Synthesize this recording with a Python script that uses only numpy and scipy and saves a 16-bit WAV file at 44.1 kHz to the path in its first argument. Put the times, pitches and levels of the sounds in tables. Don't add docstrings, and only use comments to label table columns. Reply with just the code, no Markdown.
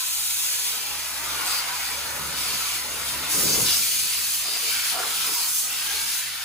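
import sys
import numpy as np
from scipy import signal
from scipy.io import wavfile
from scipy.ndimage import uniform_filter1d

SR = 44100
rng = np.random.default_rng(int(sys.argv[2]) if len(sys.argv) > 2 else 0)


def log_audio(samples):
    frames = np.atleast_2d(samples).T
    limited = np.clip(frames, -1, 1)
    pcm = np.round(limited * 32767).astype(np.int16)
    wavfile.write(sys.argv[1], SR, pcm)


N = 284004
TIME = np.arange(N) / SR
WINDOW, HOP = 2048, 512
FRAME_S = np.arange(N // HOP + 5)[:, None] * HOP / SR
BIN_HZ = np.fft.rfftfreq(WINDOW, 1 / SR)

# t/s, nozzle hiss level/dB, splash on steel level/dB, roar in hollows level/dB
SWEEP = [(0, -24, -31, -43.5), (.45, -21.3, -32.5, -43), (.7, -26, -29, -40), (.85, -27.5, -31.5, -41),
         (1.15, -28.5, -33, -35.5), (1.44, -27.5, -29.5, -32), (1.62, -30, -31.5, -32.5),
         (1.88, -27, -30, -34), (2.0, -29.5, -31, -36.5), (2.18, -29, -35, -33.5), (2.34, -29, -31.5, -36),
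         (2.88, -29, -33.5, -36), (3.1, -28, -31, -36), (3.27, -29.5, -30.5, -32.5),
         (3.74, -18.5, -27.5, -38.5), (3.8, -19.3, -27, -39), (3.92, -20, -27.5, -47),
         (4.06, -22, -29.5, -44.5), (4.18, -22.5, -29, -40), (4.38, -23, -30, -45), (4.48, -26, -30, -39.5),
         (4.72, -22.5, -26, -41), (4.9, -26.5, -28, -38.5), (4.97, -28, -30, -39),
         (5.03, -27.5, -29.5, -33.5), (5.1, -24.5, -28.5, -35.5), (5.21, -23.5, -27, -37.5),
         (5.44, -21.5, -32, -38.5), (5.52, -22.5, -38, -41.5), (5.58, -19.5, -39, -47),
         (5.65, -23, -34.5, -41), (5.73, -26, -29.5, -38.5), (5.95, -24, -27.5, -41),
         (6.2, -26.5, -30.5, -46), (6.33, -31, -32, -46)]


def gain_of(db):
    return 10 ** (np.asarray(db) / 20)


def evened(x):
    return x / np.sqrt(np.mean(x ** 2) + 1e-20)


def read(points):
    hz, value = np.transpose(points)
    return np.interp(np.log(BIN_HZ + 1), np.log(hz + 1), value)


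def follow(rows, t):
    s, *columns = np.transpose(rows)
    return np.array([np.interp(t, s, column) for column in columns])


def wander(t, slowest, fastest):
    rates = np.geomspace(slowest, fastest, num=24)
    return evened(sum(np.sin(2 * np.pi * (f * t + rng.random())) / np.sqrt(f) for f in rates))


def bell(hz, width_hz):
    return 1 / (1 + (2 * (BIN_HZ - hz) / width_hz) ** 2)


def above(hz):
    return BIN_HZ ** 4 / (BIN_HZ ** 4 + hz ** 4)


def burst(start, length, attack_s, release_s):
    age = FRAME_S - start
    return np.clip(age / attack_s, 0, 1) * np.exp(-np.maximum(age - length, 0) / release_s)


def band_power(shape, level_db):
    return gain_of(level_db) ** 2 * shape / shape.sum(axis=-1, keepdims=True)


def air_power(spectrum, level_db):
    return band_power(gain_of(read(spectrum)) ** 2, level_db)


def port_noise(likeness, lead, balance_db):
    a, b, c, d = rng.standard_normal((4, len(FRAME_S), len(BIN_HZ)))
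    likeness = np.clip(likeness, 0, 1)
    left = a + 1j * b
    unlike = np.sqrt(1 - likeness ** 2) * (c + 1j * d)
    right = (likeness * left + unlike) * np.exp(-1j * lead)
    lean = gain_of(balance_db / 2)
    return np.array([left * lean, right / lean])


def to_sound(z):
    return signal.istft(z.swapaxes(1, 2), nperseg=WINDOW, noverlap=WINDOW - HOP)[1][:, :N]


def jet_power(gusty_db):
    # f/Hz, level per Hz/dB
    nozzle = [(300, -46), (1500, -22), (3000, -12), (5000, -4.5), (6500, .2), (8100, .6), (8800, -.3),
              (9500, .2), (11000, -.4), (12500, -1.9), (13900, -1), (15700, -1.8)]
    splash = [(300, -38), (600, -25.5), (1400, -12.5), (1850, -7), (2100, -5.5), (2400, 0), (3000, 0.2),
              (3600, 0.5), (4800, 0.5), (5600, -3.5), (7000, -13.5), (10000, -17.5), (15700, -18)]
    roar = [(150, -28), (400, -17), (700, -6.5), (860, -3.5), (1000, -1.5), (1100, -3), (1350, -1.3),
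            (1750, -4), (2100, -1.5), (3000, -12), (6000, -39)]
    # start t/s, length/s, hiss level/dB, splash level/dB
    surges = [(0.414, 0.15, -30, -32.5), (0.613, 0.1, -27, -37), (1.438, 0.14, -26, -32),
              (2.343, 0.43, -27.5, -30), (3.043, 0.086, -30, -34), (3.28, 0.17, -19, -37),
              (3.46, 0.16, -22, -39), (4.086, 0.058, -41, -32), (4.283, 0.068, -26, -45),
              (4.824, 0.088, -24, -30), (5.43, 0.15, -28, -37), (6.06, 0.12, -26, -41)]
    nozzle_db, splash_db, roar_db = follow(SWEEP, FRAME_S)
    roar_db = roar_db + gusty_db * wander(FRAME_S, slowest=6, fastest=20)
    power = air_power(nozzle, nozzle_db) + air_power(splash, splash_db) + air_power(roar, roar_db)
    for start, length, hiss_db, spray_db in surges:
        surge = burst(start, length, attack_s=0.034, release_s=0.047)
        power = power + surge ** 2 * (air_power(nozzle, hiss_db) + air_power(splash, spray_db))
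    return power


def swirl_power(lumpy_db):
    # f/Hz, level per Hz/dB
    rumble = [(20, -46), (40, -21), (60, -1), (110, 0.5), (170, -4), (300, -3), (450, -3.5), (650, -3.5),
              (1000, -23), (2500, -37)]
    # t/s, level/dB
    swirl = [(0, -61), (.4, -61.5), (.8, -54), (1.35, -50.5), (1.85, -55), (2.25, -44.5), (2.8, -50),
             (3.3, -42.5), (3.8, -49.5), (4.25, -58), (4.5, -54), (4.9, -51.5), (5.25, -53), (5.55, -58),
             (5.95, -52.5), (6.44, -60)]
    lumps_db = lumpy_db * wander(FRAME_S, slowest=8, fastest=42)
    return air_power(rumble, follow(swirl, FRAME_S)[0] + lumps_db)


def jet_noise():
    # f/Hz, left-right likeness/0-1
    alike = [(60, .85), (330, .8), (520, .52), (700, .45), (980, .6), (1100, .35), (1350, .65), (1700, .3),
             (2100, .6), (3000, .3), (4900, .48), (5600, .15), (6500, .66), (7200, .1), (8500, .35),
             (9400, .62), (9900, .98), (11000, .62), (11850, .995), (12300, .995), (12950, .58),
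             (13900, .99), (15000, .58), (15500, .97)]
    # f/Hz, lead of the left port/rad
    left_lead = [(50, .4), (280, .45), (600, .4), (1500, -.25), (2500, .55), (3100, 1.3), (4300, 1.15),
                 (5200, 2.1), (5650, 2.7), (5900, .2), (6700, .15), (8000, -1.6), (8500, -3.6), (8900, -5),
                 (9400, -5.2), (9800, -6.2), (10400, -6.4), (11850, -9.35), (12300, -9.5), (13500, -12.4),
                 (14400, -12.6), (15450, -15.6)]
    # f/Hz, left minus right level/dB
    port_balance = [(60, .8), (350, .6), (520, -.6), (800, .4), (1500, 1), (2500, .3), (4000, .8),
                    (5000, 2.3), (5600, -.8), (6200, .5), (7200, -1.5), (8600, 2.3), (9300, -1), (10000, 0)]
    # t/s, extra left lead in the splash band/rad,
    # extra likeness from the direct path/0-1
    bearing = [(0, 1.2, .4), (.6, 1.2, .35), (1.1, .5, 0), (3.1, .4, 0), (3.6, -.3, 0), (4.4, -.4, -.1),
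               (6.44, -.9, -.2)]
    turn, direct = follow(bearing, FRAME_S)
    likeness = read(alike) + direct * bell(5000, 1000)
    lead = read(left_lead) + turn * bell(5000, 6000) ** 2
    return port_noise(likeness, lead, read(port_balance))


def standing_db():
    # f/Hz, width/Hz, lift level/dB
    chassis = [(265, 33, 3.5), (335, 45, 1.5), (457, 27, 3.5), (672, 22, 2.5), (995, 44, 3), (1160, 45, 3),
               (1290, 42, 3), (1365, 59, 2), (1476, 70, 3), (1571, 32, 2.5), (2344, 30, 2),
               (3950, 38, -3.5), (4520, 200, 1), (4980, 170, 2), (5400, 40, 1), (6470, 130, 3),
               (8660, 250, 0), (10400, 310, 1.5)]
    drift = 0.01
    lift_db = 0
    for hz, width_hz, db in chassis:
        drifting_hz = hz * (1 + drift * wander(FRAME_S, slowest=0.304, fastest=3))
        lift_db = lift_db + db * bell(drifting_hz, width_hz)
    return lift_db


def reflections(strength, travel_s, longest_s, count):
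    paths = 1
    for delay_s in np.geomspace(longest_s / 4, longest_s, count):
        moving_s = delay_s + travel_s * wander(FRAME_S, slowest=.15, fastest=1.5)
        paths = paths + strength * np.exp(-2j * np.pi * BIN_HZ * moving_s)
    return evened(abs(paths))


def blast(flutter_db, patchy_db):
    power = jet_power(gusty_db=0.55) + swirl_power(lumpy_db=0.5) + openings_power()
    patches = rng.standard_normal((len(FRAME_S), len(BIN_HZ)))
    patches = uniform_filter1d(patches, size=8, axis=0)
    patches = evened(uniform_filter1d(patches, size=3, axis=1))
    patch_gain = evened(gain_of(patchy_db * patches))
    shared = reflections(strength=0.094, travel_s=0.000255, longest_s=.016, count=6)
    own = np.array([reflections(strength=0.076, travel_s=0.0002, longest_s=0.0046, count=3)
                    for port in range(2)])
    own = own ** (above(600) * bell(0, 16000))
    spectra = jet_noise() * np.sqrt(power) * gain_of(standing_db())
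    air = to_sound(spectra * patch_gain * shared * own)
    return air * gain_of(flutter_db * wander(TIME, slowest=12, fastest=65))


def pellets(per_s, spread_db, level_db):
    sizes = gain_of(spread_db * np.minimum(rng.exponential(1, (2, N)), 4))
    struck = rng.random((2, N)) < per_s / SR
    hits = sizes * rng.choice([-1, 1], (2, N)) * struck
    band = signal.butter(4, [3000, 9000], "bandpass", fs=SR, output="sos")
    ticks = evened(signal.sosfilt(band, hits))
    return ticks * gain_of(follow(SWEEP, TIME)[0] + level_db)


def compressor(waver, throb_db, level_db, unsteady, left_db):
    # multiple of the pitch, relative level/dB
    hum_orders = [(1, 0.5), (2, -4.5), (3, -12), (4, -18.5)]
    # middle t/s, length/s, lift level/dB
    hum_swells = [(1.29, 0.48, 7), (2.25, 0.7, 11), (3.15, 0.58, 10.5), (3.7, 0.34, 6.5), (6.0, 0.2, 4.5)]
    hum_hz, fade_db_per_s = 70.6, 0.16
    turns = np.cumsum(hum_hz * (1 + waver * wander(TIME, slowest=0.494, fastest=9.05))) / SR
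    frames = FRAME_S[:, 0]
    hum = np.zeros((2, N))
    for k, db in hum_orders:
        tone = gain_of(db) * np.exp(2j * np.pi * (k * turns + rng.random()))
        for port in hum:
            flutter = wander(frames, slowest=1.8, fastest=17) + 1j * wander(frames, slowest=2, fastest=14)
            flutter = np.interp(TIME, frames, flutter)
            port += (tone * (1 + unsteady * np.sqrt(k) * flutter)).real
    swell_db = sum(db * .5 ** ((2 * (TIME - s) / length) ** 2) for s, length, db in hum_swells)
    throbbing_db = throb_db * wander(TIME, slowest=2.8, fastest=7.3)
    hum_db = level_db - fade_db_per_s * TIME + swell_db + throbbing_db
    return evened(hum) * gain_of(hum_db) * gain_of([[left_db / 2], [-left_db / 2]])


def openings_power():
    # middle t/s, duration/s, f/Hz, width/Hz, level/dB
    openings = [ (.17, 0.6, 3800, 450, -38), (0.704, 0.34, 560, 200, -52.5), (.85, 0.39, 837, 70, -48.5),
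                (0.874, 0.16, 2590, 300, -43), (1.36, 0.18, 520, 220, -47), (1.438, 0.2, 1090, 280, -37.5),
                (1.58, 0.14, 1300, 400, -45), (1.52, .14, 2450, 350, -40), (1.542, 0.13, 4540, 900, -28.5),
                (1.705, 0.12, 1010, 200, -38), (2.08, 0.25, 540, 200, -46), (2.257, 0.15, 152, 35, -46.5),
                (2.922, 0.13, 514, 180, -43.5), (3.273, 0.089, 3730, 600, -37),
                (3.506, 0.1, 4600, 900, -26.5), (3.52, 0.21, 6600, 500, -30.5),
                (3.585, 0.06, 1000, 500, -39.5), (3.707, 0.079, 3850, 1900, -23.5),
                (3.714, 0.14, 5200, 500, -27), (4.118, 0.072, 2700, 600, -34), (4.004, 0.4, 4550, 500, -34),
                (4.508, 0.11, 4870, 350, -29.5), (4.714, 0.17, 4700, 500, -34),
                (4.52, 0.14, 730, 200, -45.5), (4.524, .13, 368, 130, -50.5), (4.671, 0.069, 430, 90, -45),
                (4.765, 0.19, 2330, 90, -36.5), (4.807, 0.16, 1560, 400, -37.5),
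                (5.0, 0.13, 1200, 600, -35.5), (5.005, 0.14, 705, 240, -35.5),
                (5.025, 0.079, 440, 150, -43), (5.08, 0.39, 2370, 110, -45), (5.2, .2, 1380, 350, -40),
                (5.2, .12, 3500, 400, -34.5), (5.293, 0.08, 346, 190, -48), (5.41, 0.15, 960, 120, -43.5),
                (5.337, 0.19, 5100, 350, -32.5), (5.41, 0.086, 4400, 450, -32), (5.98, 0.23, 880, 100, -46),
                (5.98, 0.35, 1580, 400, -41), (6.3, 0.34, 1830, 880, -38), ]
    bend, flutter_db = 0.014, 0.5
    cut = 0.59
    power = 0
    for s, duration, hz, width_hz, db in openings:
        covered = .5 ** ((2 * (FRAME_S - s) / duration) ** 6)
        bent_hz = hz * (1 + bend * wander(FRAME_S, slowest=2, fastest=9))
        skirt_hz = width_hz / np.sqrt(np.sqrt(2) - 1)
        ring = bell(bent_hz, skirt_hz) ** 2 * above(cut * hz)
        gusting_db = db + flutter_db * wander(FRAME_S, slowest=6, fastest=22)
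        power = power + covered * band_power(ring, gusting_db)
    return power


def gusts(left_db, lag_s, alike_hz):
    # f/Hz, level per Hz/dB
    buffet = [(20, -42), (40, -19), (65, 9), (105, 2.5), (160, 4), (260, -1.5), (380, -1), (520, -2.5),
              (680, -9), (900, -20), (2000, -33)]
    # start t/s, length/s, level before the bass cut/dB, bass cut f/Hz
    gust_rows = [(2.165, 0.11, -46, 110), (2.866, 0.11, -54, 250), (3.343, 0.085, -29, 220),
                 (3.415, 0.11, -28.5, 150), (3.528, 0.092, -28.5, 135), (3.613, 0.065, -36.5, 50),
                 (3.782, 0.066, -47.5, 60), (3.93, 0.11, -50.5, 55), (4.13, 0.2, -53.5, 45)]
    power = 0
    for start, length, db, lowest_hz in gust_rows:
        rush = burst(start, length, attack_s=0.024, release_s=0.034)
        power = power + rush ** 2 * above(lowest_hz) * air_power(buffet, db)
    noise = port_noise(1 - above(alike_hz), 2 * np.pi * BIN_HZ * lag_s, left_db)
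    return to_sound(noise * np.sqrt(power))


def scene():
    air = blast(flutter_db=0.37, patchy_db=2.5)
    ticks = pellets(per_s=990, spread_db=0.5, level_db=-21)
    hum = compressor(waver=0.0057, throb_db=1.0, level_db=-59.0, unsteady=0.23, left_db=1.2)
    return air + ticks + hum + gusts(left_db=5.5, lag_s=0.0005, alike_hz=800)


def record(dry):
    edge_hz = 15750
    low_pass = signal.firwin(511, edge_hz, window=("kaiser", 9), fs=SR)
    return signal.oaconvolve(dry, low_pass[None], "same")


dry = scene()
out = record(dry)
log_audio(out)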